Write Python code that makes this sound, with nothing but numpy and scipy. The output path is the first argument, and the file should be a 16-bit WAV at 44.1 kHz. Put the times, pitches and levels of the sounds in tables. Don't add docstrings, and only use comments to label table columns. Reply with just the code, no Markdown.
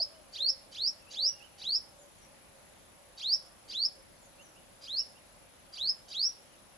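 import sys
import numpy as np
from scipy import signal
from scipy.fft import rfft, irfft, next_fast_len
from scipy.io import wavfile
from scipy.ndimage import uniform_filter1d, map_coordinates

SR = 44100
rng = np.random.default_rng(int(sys.argv[2]) if len(sys.argv) > 2 else 0)


def materialize(psi):
    bounded = np.clip(np.atleast_2d(psi).T, -1, 1)
    quanta = np.round(bounded * 32767).astype(np.int16)
    wavfile.write(sys.argv[1], SR, quanta)


N = 298557

# start of the whistle in seconds, buzz before it in seconds, sweep in seconds,
# hold at the top in seconds, buzz pitch in Hz, knee pitch in Hz, start of the last flick as a share of the sweep,
# pitch there in Hz, top pitch in Hz, level offset in dB, extra level of the buzz in dB, level change at the end in dB.
CHIRPS = [ (-.115, 0.032, 0.15066, 0.00125, 1500, 4150, .75, 4410, 5372, -1.5, 0, -10.5),
          (.354, 0.0317, 0.1553, 0.00106, 1451, 4199, 0.785, 4544, 5637, 0.5, 1, -12),
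          (.746, 0.0343, 0.14285, 0.00283, 1500, 4269, 0.822, 4861, 5645, -1, 2.4, -3.5),
          (1.133, 0.0345, 0.1558, 0.0151, 1500, 4306, 0.735, 4838, 5723, -.5, 2.27, -5),
          (1.612, .034, 0.16005, 0.0012, 1483, 4259, 0.774, 4710, 5565, -0.5, 0.25, -13),
          (3.199, 0.0315, 0.1534, 0.0013, 1508, 4204, 0.7845, 4778, 5648, 1, 0.31, 1),
          (3.711, 0.034, 0.1512, 0.00324, 1496, 4158, 0.84, 4700, 5430, -.5, 1.7, 2.5),
          (4.85, 0.04, 0.1601, 0.00304, 1566, 4140, 0.6845, 4336, 5635, -3, 2.83, -14),
          (5.757, 0.0373, 0.14996, 0.0032, 1522, 4130, 0.752, 4504, 5375, 0, -2.14, -3.5),
          (6.117, 0.0407, 0.1528, 0.0124, 1523, 4328, 0.66, 4653, 5680, 0, 0.053, 7)]
# frequency in Hz, gain in dB.
THROAT_GAIN = [(700, -36), (1500, -33), (2300, -13), (3200, -3.5), (4600, 5), (5700, -1), (7000, -0.5),
               (8500, -10.5), (11500, -28.5), (16000, -5.5)]
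# pitch in Hz, second and third harmonic in dB relative to the
# fundamental, further change per higher harmonic in dB.
OVERTONES = [(1500, -10, -1.5, -2.5), (1873, 4, -8.5, -31), (2330, -1.5, -28, -28),
             (3200, -15.5, -32.5, -25.5), (3797, -27.5, -9, -30.5), (5740, -10, -39, -23.5)]


def sunbird():
    track = np.zeros((2, N))
    for s, *row in CHIRPS:
        t, hz, db = gesture(*row)
        slack = np.clip((1950 - hz) / 300, 0, 1)
        jitter = (0.00373 + 0.0219 * slack) * wobble(504.35, size=len(t))
        turns = np.cumsum(hz * (1 + jitter)) / SR

        order = np.arange(1, 25)[:, None] / 2
        second_db, third_db, higher_db = along(OVERTONES, hz)
        upper_db = third_db + higher_db * np.maximum(order - 3, 0)
        source_db = np.where(order <= 1, 0, np.where(order <= 2, second_db, upper_db))
        share = np.where(order % 1 == 0, 1, amp(-5.5) * slack)
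        share = share * (order * hz < SR / 2.5)
        drift = np.array([wobble(91, size=len(t)) for _ in order])
        scatter = amp(slack * (rng.normal(0, 1.0, order.shape) + 5.16 * drift))
        level = share * scatter * amp(source_db + along(THROAT_GAIN, order * hz))
        lines = level * np.sin(2 * np.pi * (order * turns + rng.random(order.shape)))

        rasp_band = np.hanning(21) * np.cos(np.arange(21) * 2 * np.pi * 4800 / SR)
        rasp = signal.fftconvolve(rng.standard_normal(len(t)), rasp_band, "same")
        voice = lines.sum(axis=0) + amp(-8) * slack * unit(rasp)
        edges = np.clip(np.minimum((t - t[0]) / 0.0143, (t[-1] - t) / 0.005), 0, 1)
        flutter = amp(2.14 * wobble(298.63, size=len(t)))
        chirp = voice * amp(db) * edges * flutter
        add(track, s + t[0], echoes(chirp, near_db=-2.5, near_t60=0.1045,
                                    far_db=-15.5, far_t60=0.3686, shared=0.519))
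    return track * amp([[-.9], [.9]])


# share of the sweep, pitch in Hz.
TAKE_OFF = [(0, 1614), (.085, 2169), (.19, 3171)]
# pitch in Hz, level in dB before the chirp's own offsets.
EFFORT = [(1500, -56), (1630, -49.5), (2150, -45.5), (3200, -38), (4000, -34), (4400, -34), (4750, -31.5),
          (5250, -24.5), (5700, -28)]
KNEE_AT = 0.521
ARCH, FLICK_ARCH = 0.56, .54
FADE_S = 0.00773


def gesture(buzz_s, sweep_s, hold_s, buzz_hz, knee_hz, flick_at, from_hz, top_hz, db, buzz_db, fade_db):
    t = np.arange(-buzz_s, sweep_s + hold_s, 1 / SR)

    def arch(a, b, share):
        return (a[0] + b[0]) / 2, a[1] + share * (b[1] - a[1])

    knee, flick, top = (KNEE_AT, knee_hz), (flick_at, from_hz), (1, top_hz)
    knots = [(-buzz_s / sweep_s, buzz_hz), *TAKE_OFF, arch(TAKE_OFF[-1], knee, ARCH), knee,
             flick, arch(flick, top, FLICK_ARCH), top]
    hz = np.interp(t / sweep_s, *np.transpose(knots))
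    hz = uniform_filter1d(hz, size=110, mode="nearest")
    buzz = np.clip(1 - t / FADE_S, 0, 1)
    fade = np.clip(1 - (t[-1] - t) / FADE_S, 0, 1)
    return t, hz, db + along(EFFORT, hz) + buzz_db * buzz + fade_db * fade


# start in seconds, length in seconds, level in dB, left minus right in dB.
TWEETS = [(.12, 0.0424, -73, -5.5), (1.4, 0.0433, -63, -15.5), (4.383, 0.0403, -64.5, -3),
          (4.557, 0.026, -70.5, -5.5), (4.988, 0.033, -63.5, -18), (5.149, .032, -69, -13.5)]
# first, middle and last in Hz.
TWEET_HZ = (2513, 2869, 3011)
# start in seconds, delay of the second note in seconds, level in dB.
PAIRS = [(1.985, .19, -69.5), (4.21, .2, -67.5)]
# length in seconds, first, middle and last pitch in Hz.
PAIR_NOTES = [(.06, 7358, 6817, 6448), (.083, 6820, 5902, 5866)]
# start in seconds, length in seconds, first, middle and last pitch in Hz,
# level in dB, left minus right in dB.
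SINGLE_NOTES = [(0.996, 0.037, 2772, 2660, 2620, -73.5, 0.9), (1.064, 0.063, 2610, 2823, 3140, -66, 9.5),
                (1.242, 0.173, 3200, 2820, 2910, -68.5, 1.5), (6.51, 0.0424, 3152, 3000, 2874, -72.5, -2),
                (6.711, 0.03, 2743, 2760, 2700, -75.5, -4.7)]


def far_birds():
    tweets = [(s, length, *TWEET_HZ, db, pan) for s, length, db, pan in TWEETS]
    pairs = [(s + wait, *note, db, -1)
             for s, gap, db in PAIRS
             for wait, note in zip((0, gap), PAIR_NOTES)]
    return whistles(tweets + pairs + SINGLE_NOTES, waver=.014, near_db=4.5, far_db=-3)


# start in seconds, length in seconds, pitch in Hz, level in dB,
# left minus right in dB.
COOS = [(.39, 0.1906, 551.6, -60, 0.5), (1.18, 0.1027, 561, -62, -6.5), (1.93, 0.155, 581.1, -61, 2),
        (2.24, 0.193, 552.3, -65.5, -7.5), (2.48, 0.135, 543.3, -67.5, -7.5), (3.06, 0.119, 570, -64, -4.5),
        (3.63, 0.078, 548.8, -72, -10.5), (3.81, 0.206, 561.4, -65.5, -3.5), (4.38, 0.053, 567.7, -70, -10),
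        (4.92, 0.087, 573, -65.5, -5.5)]
# start in seconds, length in seconds, first, middle and last pitch in Hz,
# level in dB, left minus right in dB.
LOW_TONES = [(0.0, 0.015, 813, 666.6, 564, -44.5, -7.5), (0.04, 0.069, 537.2, 578.4, 583, -58.5, 1.5),
             (0.1, 0.14, 644.2, 639, 577.5, -61.5, 11), (1.08, 1, 825, 809.7, 788.4, -69.5, -0.2)]
COO_DROOP_HZ = 28


def doves_and_low_tones():
    coos = [(s, length, hz, hz, hz - COO_DROOP_HZ, db, pan) for s, length, hz, db, pan in COOS]
    return whistles(coos + LOW_TONES, waver=.006, near_db=-10, far_db=-14)


def whistles(notes, waver, near_db, far_db):
    track = np.zeros((2, N))
    for s, length, first, middle, last, db, pan in notes:
        u = np.linspace(-1, 1, int(length * SR))
        hz = middle + (last - first) / 2 * u + ((first + last) / 2 - middle) * u ** 2
        hz *= 1 + waver * wobble(154.2, size=len(u))
        level = amp(db + 2.2 * wobble(12.26, size=len(u)))
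        edges = np.clip((1 - u ** 2) * 3.37, 0, 1)
        note = level * edges * np.sin(2 * np.pi * np.cumsum(hz) / SR)
        stereo = echoes(note, near_db, 0.103, far_db, 0.42, shared=0.164)
        add(track, s, stereo * amp([[pan / 2], [-pan / 2]]))
    return track


FRAME_HZ = 29.97


def whine():
    turn = (FRAME_HZ * np.arange(N) / SR + 0.2696) % 1
    raised = uniform_filter1d(1. * (abs(turn - .5) < .17), size=90)
    hz = 10765 + 320 * raised + 45 * (turn - .5)
    hz = hz + 12 * wobble(3.2, size=N) + 20 * wobble(160, size=N)
    level = amp(-59.5 - 8.2 * raised + 0.9 * wobble(60, size=N))
    phase = 2 * np.pi * np.cumsum(hz) / SR
    return level * np.array([np.sin(phase), amp(-12.0) * np.sin(phase + 0.81)])


# frequency in Hz, relative level in dB per Hz.
TOWN_SPECTRUM = [(18, -37.5), (30, -2.5), (54, -2.5), (142, -5), (195, -3.5), (243, -5), (341, -5.5),
                 (456, -8.5), (541, -2.5), (626, -5), (1040, -8.5), (2380, -13), (10000, -19.5),
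                 (13000, -33.5), (22000, -120)]
# frequency in Hz, relative level in dB per Hz.
HISS_SPECTRUM = [(9000, -72), (10000, -19.5), (11300, 1), (12000, -5), (14500, -3), (15200, -9),
                 (15700, -28.5)]


def town():
    def dove_band(hz):
        return 1 / (1 + ((hz - 555) / 45) ** 4)

    murmur = rng.standard_normal(N) + 2.4 * rng.standard_normal((2, N))
    doves = unit(filtered(murmur, dove_band)) * amp(-72.5 + 2.48 * wobble(7, size=N))
    hum_phase = 2 * np.pi * 51 * np.arange(N) / SR + 0.96 * wobble(9.7, size=N)
    hum = amp(-78.5 + 2.4 * wobble(5, size=N)) * np.sin(hum_phase)
    traffic = amp(-58.5) * rush(TOWN_SPECTRUM, patchy_db=1.1425)
    hiss = amp(-77.5) * rush(HISS_SPECTRUM, patchy_db=0.5)
    return hum + traffic + hiss + doves * amp([[-1.5], [1.5]])


# frequency in Hz, left-right correlation.
LIKENESS = [(30, 0.595), (80, 0.76), (160, 0.22), (350, 0.047), (600, 0.505), (1200, 0.022), (10000, 0.041)]
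# frequency in Hz, left minus right in dB.
BALANCE = [(30, -0.5), (70, 1), (170, 3.5), (350, 0.74), (700, -4.5), (1400, 1), (4000, 1), (14000, -1.5)]


def rush(spectrum, patchy_db):
    z = signal.stft(rng.standard_normal((2, N)), nperseg=512)[2]
    field = uniform_filter1d(rng.standard_normal(z.shape[1:]), 6, 0)
    field = uniform_filter1d(field, 14, 1)
    pair = signal.istft(z * amp(patchy_db * unit(field)), nperseg=512)[1][:, :N]

    def mid_side(hz):
        angle = np.arccos(np.clip(along(LIKENESS, hz), -1, 1)) / 2
        return amp(along(spectrum, hz)) * [np.cos(angle), np.sin(angle)]

    mid, side = filtered(pair, mid_side)
    stereo = np.array([mid + side, mid - side])
    return unit(filtered(stereo, lambda hz: amp(np.outer([.5, -.5], along(BALANCE, hz)))))


def echoes(sound, near_db, near_t60, far_db, far_t60, shared):
    t = np.arange(SR // 2) / SR
    tails = rng.standard_normal((2, 2, len(t))) + shared * rng.standard_normal((2, 1, len(t)))
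    tails *= amp(2.5 * wobble(200, size=len(t)))
    tails *= amp(-60 * t / np.array([near_t60, far_t60])[:, None, None])
    tails *= (amp([near_db, far_db]) / np.linalg.norm(tails[:, 0], axis=1))[:, None, None]
    answer = np.pad(tails.sum(axis=0), ((0, 0), (90, 0)))
    answer[:, 0] = 1
    return signal.fftconvolve(sound[None], answer, axes=1)


def amp(db):
    return 10 ** (np.asarray(db) / 20)


def unit(x):
    return x / np.sqrt(np.mean(x ** 2) + 1e-20)


def along(points, hz):
    f, *cols = np.transpose(points)
    return np.squeeze([np.interp(np.log(hz + 1), np.log(f + 1), c) for c in cols])


def wobble(rate, size):
    knots = rng.standard_normal(int(N * rate / SR) + 4)
    return map_coordinates(knots, [np.arange(size) * rate / SR])


def filtered(x, response):
    m = next_fast_len(N + SR // 2)
    return irfft(rfft(x, m) * response(np.fft.rfftfreq(m, 1 / SR)), m)[..., :N]


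def add(track, s, sound):
    start = round(s * SR)
    sound = sound[:, max(-start, 0):]
    part = track[:, max(start, 0):][:, :sound.shape[1]]
    part += sound[:, :part.shape[1]]


def scene():
    return sunbird() + far_birds() + doves_and_low_tones() + town() + whine()


TOP_HZ = 15720


def record(dry):
    return filtered(dry, lambda hz: hz < TOP_HZ)


dry = scene()
out = record(dry)
materialize(out)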